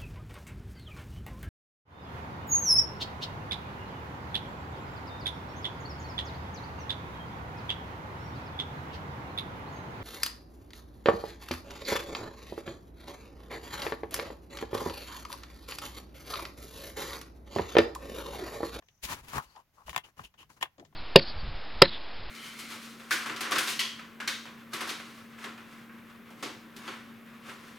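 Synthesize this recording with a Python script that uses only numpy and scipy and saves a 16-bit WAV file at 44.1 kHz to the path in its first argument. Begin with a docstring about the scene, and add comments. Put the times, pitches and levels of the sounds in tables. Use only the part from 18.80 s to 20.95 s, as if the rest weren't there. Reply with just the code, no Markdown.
"""In a small, quiet garage, a plastic switch housing is dragged round a workbench and pried open.
A screwdriver blade scrapes and slips, and the clips snap and make the hollow housing ring.
Sliding plastic hisses and sings, the housing bumps on the bench, and a dull knock comes near the end.
The work is close by and a little to the left of two microphones."""
import sys
import numpy as np
from scipy import signal
from scipy.fft import rfft
from scipy.io import wavfile
from scipy.ndimage import uniform_filter1d

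SR = 44100
rng = np.random.default_rng(int(sys.argv[2]) if len(sys.argv) > 2 else 0)


def file_out(sig):
    """Save sig as 16-bit WAV at sys.argv[1]."""
    # one column per channel
    cols = np.atleast_2d(sig).T
    # limit, then scale
    lim = np.clip(cols, -1, 1)
    pcm = np.round(lim * 32767).astype(np.int16)
    wavfile.write(sys.argv[1], SR, pcm)


N = 94815
TOP_HZ = 16300

# The notes the housing rings at: (pitch [Hz], relative level [dB], time to fade by 60 dB [s])
HOUSING_NOTES = [(744, -12.5, 0.058), (867.4, -9, 0.052), (988.5, -11, 0.078), (1065, 5, 0.024),
                 (1203, -18.5, 0.11), (1826, -9.5, 0.049), (2080, -18, 0.087), (2440, 4, 0.0049),
                 (2720, -25.5, 0.15), (3070, -15, 0.065), (3340, -13.5, 0.073), (4970, 0, 0.021),
                 (7020, 9.5, 0.013)]
# Borders between a click's thud, body, snap and crack, low to high: (frequency [Hz])
CLICK_BORDERS = [697, 1797, 3600]
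def click(body_db, snap_db, crack_db, thud_db):
    """One contact: a sharp crack, a short rattle and the ring of the hollow housing."""
    t = np.arange(SR // 6) / SR
    crack_s, rattle_s = 0.009, 0.082
    burst = stereo_noise(len(t)) * (gain(9 - 60 * t / crack_s) + gain(-3 - 60 * t / rattle_s))
    ring = 0
    for hz, db, fade_s in HOUSING_NOTES:
        pitch = hz * (1 + 0.0052 * rng.standard_normal())
        phase = 0.97 * rng.standard_normal((2, 1))
        ring += gain(db - 60 * t / fade_s) * np.sin(2 * np.pi * pitch * t + phase)
    # Light touches build more slowly; weak cracks are duller and ring half as much.
    rise_s = 0.003 * min(gain(-57 - max(body_db, snap_db)), 2)
    top, ring_share = (TOP_HZ, 1) if crack_db > -55 else (7500, 0.5)
    contact = (burst + ring_share * ring) * np.minimum(t / rise_s, 1)
    edges = [360, *CLICK_BORDERS, top]
    out = 0
    for k, db in enumerate([thud_db, body_db, snap_db, crack_db]):
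        band_filter = signal.butter(4, edges[k:k + 2], "bandpass", fs=SR, output="sos")
        band = signal.sosfilt(band_filter, contact)
        opening_level = np.sqrt(np.mean(band[:, :SR // 100] ** 2, 1, keepdims=True))
        out += gain(db) * band / opening_level
    return gain(-7.5) * out


# Clicks, with relative levels: (time [s], body [dB], snap [dB], crack [dB], thud [dB])
CLIP_CLICKS = [(0.022, -57.5, -64, -72.5, -67), (.084, -76, -55.5, -62, -70.5),
               (0.289, -36, -40.5, -52, -62), (0.327, -33, -60, -52, -77), (0.533, -33.5, -61, -45, -73),
               (0.5812, -22, -57, -40, -66), (0.76, -56, -55, -57.5, -66), (1.0805, -38, -60, -60, -43.5),
               (1.094, -42, -36.5, -42, -59), (1.130, -40, -45.5, -52.5, -60), (1.1459, -39, -41, -58, -71),
               (1.1618, -22.5, -25.5, -31, -43), (1.1778, -32, -31, -35.5, -46),
               (1.3931, -35, -51, -61, -53), (1.437, -68, -52, -67, -64), (1.539, -56.5, -62, -67.5, -72),
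               (1.629, -50.5, -59.5, -63, -65), (1.8109, -40, -41.5, -52, -60),
               (1.826, -27.5, -23.5, -48, -42.5), (1.8281, -28, -25.5, -33, -38),
               (1.856, -42.5, -54.5, -76, -60.5), (1.980, -57, -62, -61.5, -51.5),
               (1.996, -51, -53, -55.5, -53), (2.048, -60, -59, -58.5, -62),
               (2.124, -59.5, -69, -92, -67.5)]
def clips():
    """The clips snap and the housing ticks and knocks."""
    out = np.zeros((2, N))
    for time, *levels in CLIP_CLICKS:
        add(out, time, click(*levels))
    return out


# The tone of sliding hiss, hollow housing and bench rumble: (frequency [Hz], relative level [dB])
SLIDE_TONE = [(300, -5), (1200, -7), (2400, 3), (4000, 0.5), (5500, -2), (7000, -1.5), (8500, -6),
              (13000, -5.5), (16000, -10)]
HOUSING_TONE = [(60, -8), (200, -4.5), (450, -9.5), (720, -10), (870, -2), (1000, -0.5), (1180, -3.5),
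                (1400, -5.5), (1900, -7.5), (3000, -15), (8000, -69)]
RUMBLE_TONE = [(15, -29), (35, -29.5), (62, -2), (90, -1), (145, 0), (210, -9.5), (400, -15.5),
               (1000, -38.5)]
# Shoves, with relative levels:
# (peak time [s], rise [s], fade [s], hiss [dB], housing [dB], rumble [dB])
BENCH_SHOVES = [(0.245, 0.013, 0.018, -35.5, -55.5, -49.5), (0.321, 0.036, 0.026, -38, -41, -51.5),
                (0.391, 0.042, 0.023, -55.5, -56, -55), (.444, 0.013, 0.032, -58, -61, -54.5),
                (0.488, 0.01, 0.05, -50, -52.5, -59.5), (0.566, 0.027, 0.03, -42, -40, -36.5),
                (0.635, 0.019, 0.024, -56.5, -76, -80)]
def drag():
    """The housing slides on the bench; each shove gathers speed and dies away."""
    out = 0
    for k, (tone, db) in enumerate([(SLIDE_TONE, -0.5), (HOUSING_TONE, 2.5), (RUMBLE_TONE, -2.5)]):
        push = sum(gain(db + dbs[k]) * swell(peak, rise, fade) for peak, rise, fade, *dbs in BENCH_SHOVES)
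        out += friction(tone) * push
    return out


# The tone of a scrape's hiss and of its chatter: (frequency [Hz], relative level [dB])
SCRAPE_TONE = [(500, 5), (2000, -8), (4500, 4.5), (6700, 4.5), (8500, -2.5), (11500, -0.5), (16000, -7)]
CHATTER_TONE = [(500, -22), (1500, -40.5), (2500, -3.5), (2950, 6), (3350, -7), (4000, -15), (8000, -36)]
# Strokes on the plastic: (start [s], length [s], hiss [dB], chatter [dB], housing [dB])
SCRAPE_STROKES = [(0.61, 0.21, -71.5, -76, -68), (0.929, 0.14, -74, -85, -72.5),
                  (1.059, 0.036, -55, -54.5, -55), (1.092, 0.024, -48, -53, -55),
                  (1.132, 0.02, -53, -52, -50), (1.234, 0.024, -61, -49.5, -57.5),
                  (1.243, 0.064, -70, -105, -65), (1.363, 0.071, -63, -66, -58.5),
                  (1.432, 0.034, -56, -50, -61), (1.574, 0.064, -63.5, -56, -63),
                  (1.688, 0.072, -69, -101, -88.5), (1.691, 0.025, -66.5, -66, -54.5),
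                  (1.76, 0.028, -65, -78, -59.5), (1.806, 0.034, -49.5, -46, -49)]
def scrapes():
    """Blade and fingers scrape the plastic: it hisses, chatters near 3 kHz and sounds hollow."""
    out = 0
    for k, tone in enumerate([SCRAPE_TONE, CHATTER_TONE, HOUSING_TONE]):
        pressure = sum(gain(dbs[k]) * stroke(start, length) for start, length, *dbs in SCRAPE_STROKES)
        out += friction(tone) * pressure
    return out


# Rough pitched sounds: (start [s], length [s], level [dB], pitch [Hz])
ROUGH_NOTES = [(0.029, 0.19, -78, 6040), (.548, 0.06, -40, 1210), (0.593, 0.049, -52.5, 1010),
               (0.647, 0.13, -71.5, 4520), (0.746, 0.057, -52.5, 970), (0.967, 0.064, -58.5, 1050),
               (1.976, 0.053, -53, 298), (1.982, 0.061, -60, 690)]
def rubs_and_knock():
    """Rough, fluttering notes: plastic rubs that sing, and a dull, low knock near the end."""
    hz = np.fft.rfftfreq(N, 1 / SR)
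    flutter_db, flutter_s = 2.5, 0.006
    out = 0
    for start, length, db, pitch in ROUGH_NOTES:
        spread_hz = 190 * np.sqrt(pitch / 1000)
        resonance = 1 / (1 + ((hz - pitch) / spread_hz) ** 2)
        note = np.fft.irfft(rfft(stereo_noise(N)) * resonance, N)
        wobble = uniform_filter1d(rng.standard_normal(N), round(flutter_s * SR))
        flutter = gain(flutter_db * normalise(wobble))
        out += gain(db) * stroke(start, length) * normalise(note * flutter)
    return out


# Pushes against the bench: (start [s], length [s], level [dB])
BENCH_PUSHES = [(1.078, 0.06, -59), (1.15, 0.036, -49), (1.375, 0.049, -51), (1.546, 0.348, -70),
                (1.975, 0.39, -67)]
def bumps():
    """Each push rocks the housing on the bench with a low rumble."""
    pressure = sum(gain(db) * stroke(start, length) for start, length, db in BENCH_PUSHES)
    return friction(RUMBLE_TONE) * pressure


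# Deep thumps on the bench: (time [s], level [dB])
TIPPING_THUMPS = [(0.233, -42.5), (.412, -50.5), (.657, -58), (1.053, -52), (1.088, -49.5), (1.441, -56)]
def thumps():
    """The housing tips and settles: a few deep swings that build and die."""
    rock_hz, rise_s = 57, 0.011
    t = np.arange(SR // 4) / SR
    swing = t / rise_s * np.exp(1 - t / rise_s) * np.sin(2 * np.pi * rock_hz * t)
    out = np.zeros((2, N))
    for time, db in TIPPING_THUMPS:
        add(out, time, gain(db) * swing[None])
    return out


# How long the garage echoes: (frequency [Hz], time to fade by 60 dB [s])
ECHO_FADE = [(150, 0.75), (2500, 0.33), (15000, 0.04)]
def garage_echo(work):
    """The room adds a faint, short echo whose high notes die first."""
    hz, t, noise = signal.stft(rng.standard_normal((2, SR // 2)), SR, nperseg=256)
    fade = gain(-60 * t / look_up(ECHO_FADE, hz)[:, None])
    tail = signal.istft(noise * fade, SR, nperseg=256)[1]
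    return gain(-36.5) * signal.fftconvolve(work, tail / np.linalg.norm(tail[0]), axes=1)[:, :N]


# The tone of the quiet garage: (frequency [Hz], relative level [dB])
BACKGROUND_TONE = [(15, -11), (60, -3), (130, -5.5), (400, -21.5), (750, -18), (1000, -20.5), (1600, -21),
                   (2300, -22), (4000, -27), (6500, -28), (8200, -38.5), (12000, -29), (16000, -31.5)]
def background():
    """A very faint, low, steady rush fills the room."""
    return gain(-73.5) * apply_tone(stereo_noise(N), BACKGROUND_TONE)


def friction(tone):
    """Rubbing noise: thousands of tiny, uneven slips on top of a smooth hiss."""
    slips_per_s = 3000
    slips = (rng.random(N) < slips_per_s / SR) * gain(2 * np.minimum(rng.exponential(1, N), 4))
    return apply_tone(stereo_noise(N, normalise(slips) + 1), tone)


def stroke(start, length):
    """Loudness rises quickly, holds and lets go."""
    rise_s, fall_s = 0.017, 0.014
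    t = np.arange(N) / SR - start
    return np.clip(t / rise_s, 0, 1) * np.exp(-np.maximum(t - length + fall_s, 0) / fall_s)


def swell(peak, rise, fade):
    """A smooth hump of loudness around the peak time."""
    t = np.arange(N) / SR - peak
    return np.exp(-(t / np.where(t < 0, rise, fade)) ** 2)


# How alike left and right are: (frequency [Hz], likeness [0 to 1])
STEREO_LIKENESS = [(100, 0.9), (1000, 0.76), (3000, 0.16), (6000, 0.14), (15000, 1)]
def stereo_noise(size, strength=1):
    """Noise that is partly the same on the left and the right."""
    left, other = rfft(rng.standard_normal((2, size)) * strength)
    same = look_up(STEREO_LIKENESS, np.fft.rfftfreq(size, 1 / SR))
    return np.fft.irfft([left, same * left + np.sqrt(1 - same ** 2) * other], size)


def gain(db):
    """Turns decibels into a multiplier."""
    return 10 ** (np.asarray(db) / 20)


def normalise(x):
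    """Scales a signal to an average power of 1."""
    return x / np.sqrt(np.mean(x ** 2) + 1e-20)


def look_up(table, hz):
    """Reads between a table's rows, on a musical pitch scale."""
    row_hz, values = np.transpose(table)
    return np.interp(np.log(hz + 1), np.log(row_hz + 1), values)


def apply_tone(x, tone):
    """Filters a sound by a tone table and normalises it."""
    curve = gain(look_up(tone, np.fft.rfftfreq(N, 1 / SR)))
    return normalise(np.fft.irfft(rfft(x) * curve, N))


def add(mix, time, sound):
    """Mixes a sound in at a time in seconds."""
    part = mix[:, round(time * SR):][:, :sound.shape[1]]
    part += sound[:, :part.shape[1]]


# How much louder the left microphone hears the work: (frequency [Hz], left minus right [dB])
LEFT_BOOST = [(100, 0), (280, 1.5), (700, 5.6), (1400, 6), (2800, 4.2), (5600, 4.5), (14000, 8)]
def scene():
    """The work reaches the left microphone first and louder; echo and background surround it."""
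    work = clips() + drag() + scrapes() + rubs_and_knock() + bumps() + thumps()
    hz = np.fft.rfftfreq(N, 1 / SR)
    right_delay_s = 0.00018
    left = gain(look_up(LEFT_BOOST, hz) / 2)
    right = np.exp(-2j * np.pi * hz * right_delay_s) / left
    direct = np.fft.irfft(rfft(work) * [left, right], N)
    return direct + garage_echo(work) + background()


def record(dry):
    """Cuts off the very highest treble."""
    low_pass = signal.firwin(401, TOP_HZ, window=("kaiser", 8), fs=SR)
    return signal.oaconvolve(dry, low_pass[None], "same")


dry = scene()
out = record(dry)
file_out(out)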